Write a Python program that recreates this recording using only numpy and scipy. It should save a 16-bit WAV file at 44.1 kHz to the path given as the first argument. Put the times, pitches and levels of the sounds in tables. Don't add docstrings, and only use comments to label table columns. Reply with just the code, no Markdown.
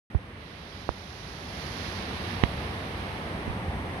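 import sys
import numpy as np
from scipy import signal
from scipy.fft import rfft, irfft
from scipy.io import wavfile
from scipy.ndimage import uniform_filter1d

SR = 44100
rng = np.random.default_rng(int(sys.argv[2]) if len(sys.argv) > 2 else 0)


def store_pcm(level_fs):
    pcm = np.round(np.clip(level_fs, -1, 1) * 32767).astype(np.int16)
    wavfile.write(sys.argv[1], SR, np.atleast_2d(pcm).T)


N = 176400
T = np.arange(N) / SR
HZ = np.maximum(np.arange(N // 2 + 1) * SR / N, 1)


def gain(db):
    return 10 ** (np.asarray(db) / 20)


def over_time(rows, t, column=1):
    rows = np.array(rows)
    return np.interp(t, rows[:, 0], rows[:, column])


def over_pitch(rows):
    rows = np.array(rows)
    return np.interp(np.log(HZ), np.log(rows[:, 0]), rows[:, 1])


def noise_spectrum():
    return rfft(rng.standard_normal(N))


def wobble(per_second):
    hold = int(SR / per_second)
    steps = np.repeat(rng.standard_normal(N // hold + 1), hold)
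    smooth = uniform_filter1d(uniform_filter1d(steps, hold), hold)[:N]
    return smooth / smooth.std()


# time_s, level_change_db, extra_bass_db, extra_middle_db
WIND_SWELL = [(.1, -9.5, -1, -3.5), (1.1, -10, 0.5, 0.5), (1.55, -4, -1.5, -1), (2.1, -0.24, -0.5, -.5),
              (2.5, -0.76, -1, 1.5), (3.2, -0.2, 0, 1.5), (3.7, -0.5, 2, 2.5), (4, 0.1, 0.5, 1)]
# pitch_hz, level_db
WIND_TONE = [(20, -37), (35, -12), (55, 0.5), (85, 3.5), (125, -2.5), (190, -1.5), (260, -6), (400, -8),
             (600, -10.5), (760, -10.5), (1100, -12.5), (1450, -18), (1750, -13), (2500, -21),
             (3500, -26.5), (5000, -36), (7000, -40.5), (10000, -42.5), (15500, -60)]
# pitch_hz, likeness_0_to_1
WIND_LIKENESS = [(100, 0.97), (260, 0.97), (500, 0.75), (800, 0.73), (1200, 0.1), (1500, 0.98), (2200, 0),
                 (4000, 0)]

def wind_in_pines():
    level_db, buffet_db, flutter_db = -33.5, 1.0, 0.04
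    likeness = np.clip(over_pitch(WIND_LIKENESS), 0, 1)
    left, unrelated = noise_spectrum(), noise_spectrum()
    lag_s = 0.0003 * HZ ** 2 / (HZ ** 2 + 940 ** 2)
    delayed = left * np.exp(-2j * np.pi * HZ * lag_s)
    right = likeness * delayed + np.sqrt(1 - likeness ** 2) * unrelated
    both = np.array([left, right]) * gain(over_pitch(WIND_TONE))
    bass_share = 1 / (1 + (HZ / 200) ** 4)
    middle_share = np.exp(-.5 * (np.log2(HZ / 820) / 0.27) ** 2)
    rest_share = 1 - bass_share - middle_share
    bass, middle, rest = (irfft(both * share, N) for share in (bass_share, middle_share, rest_share))
    bass *= gain(buffet_db * wobble(per_second=18) + over_time(WIND_SWELL, T, column=2))
    middle *= gain(over_time(WIND_SWELL, T, column=3))
    air = bass + (rest + middle) * gain(flutter_db * wobble(per_second=9))
    return air / air.std() * gain(level_db + over_time(WIND_SWELL, T))


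# time_s, level_db, edge_hz, extra_treble_db
HISS_FLOW = [(.1, -48, 2330, 3), (.36, -46.5, 2600, 0), (.47, -46.5, 3700, 2), (.7, -43.5, 4600, 0),
             (1.05, -43.5, 5730, -1.5), (1.5, -39.5, 6000, -2), (1.8, -36.5, 5840, -2),
             (2.05, -36, 4260, 1), (2.55, -36.3, 3630, 5), (3.15, -39.3, 3200, 4.5), (3.6, -42.5, 2620, 2),
             (4, -42.5, 2580, 0)]
# pitch_hz, level_db
HISS_TONE = [(100, -41), (400, -6), (800, -3), (1200, -1), (1900, 0.5), (2900, -2), (4200, -2),
             (5500, -4.5), (7000, -10.5), (10500, -11), (15500, -14)]

def close_hiss():
    edge_damping, flutter_db, treble_above_hz = 0.97, 0.65, 7300
    air = irfft(noise_spectrum() * gain(over_pitch(HISS_TONE)), N)
    hz, t, slices = signal.stft(air / air.std(), SR, nperseg=512)
    ratio = hz[:, None] / over_time(HISS_FLOW, t, column=2)
    edge = 1 / np.hypot(1 - ratio ** 2, edge_damping * ratio)
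    treble = gain((hz[:, None] > treble_above_hz) * over_time(HISS_FLOW, t, column=3))
    air = signal.istft(slices * edge * treble, SR)[1][:N]
    return air * gain(over_time(HISS_FLOW, T) + flutter_db * wobble(per_second=14))


def pulse(x):
    return 1 / np.cosh(np.clip(x, -40, 40))


# time_s, half_width_ms, push_db, spring_back_0_to_1
FINGER_TOUCHES = [(0.1518, 1.5, -4.5, 0.24), (0.1471, 0.29, -18.5, 0.4), (.1487, 0.28, -20, .5),
                  (0.1498, 0.16, -17, 0.2), (0.8913, 0.14, -3.5, 0.37), (.8935, 1.3, -19, 0),
                  (2.4368, 0.47, -1, 0), (2.4370, 0.056, -5, 0.4), (2.4380, 0.054, 0, 0.47),
                  (2.4388, 0.23, -17, 0.5), (3.479, 0.42, -14.5, 0.03), (3.498, 2.1, -18, 0.1)]

def finger_bumps():
    boom_hz, boom_damping, bass_cut_hz, case_top_hz = 62, 0.67, 60, 5240
    spring_delay = 3.7
    push = np.zeros(N)
    for time_s, half_width_ms, push_db, spring_back in FINGER_TOUCHES:
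        half_widths = (T - time_s) * 1000 / half_width_ms
        push += gain(push_db) * (pulse(half_widths) - spring_back * pulse(half_widths - spring_delay))
    case = 1 / np.hypot(1, (HZ / case_top_hz) ** 2)
    ratio = 1j * HZ / boom_hz
    boom = ratio ** 2 / (ratio ** 2 + boom_damping * ratio + 1)
    bass_cut = 1j * HZ / (bass_cut_hz + 1j * HZ)
    return irfft(rfft(push) * case * boom * bass_cut, N)


def scene():
    left, right = wind_in_pines()
    bumps = finger_bumps()
    return np.array([left + gain(-38) * bumps, right + close_hiss() + bumps])


# pitch_hz, boost_db
LEFT_OPENING = [(5000, -0.5), (6400, -0.5), (7350, -13.5), (7900, -0.5), (8500, 7.5), (10000, 3.5),
                (13000, 6), (15500, 2)]
# pitch_hz, boost_db
RIGHT_OPENING = [(5000, 0), (6200, -0.5), (7200, -7), (8000, -19), (9200, -3), (10700, 8.5), (12500, 0.5),
                 (15500, -9)]

def record(dry):
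    start_s, fade_s, top_hz = 0.1, 0.002, 15700
    openings = gain([over_pitch(LEFT_OPENING), over_pitch(RIGHT_OPENING)])
    fade_in = np.clip((T - start_s) / fade_s, 0, 1)
    heard = irfft(rfft(dry) * openings, N) * fade_in
    top_cut = signal.ellip(10, .1, 80, top_hz, fs=SR, output="sos")
    return signal.sosfilt(top_cut, heard)


dry = scene()
out = record(dry)
store_pcm(out)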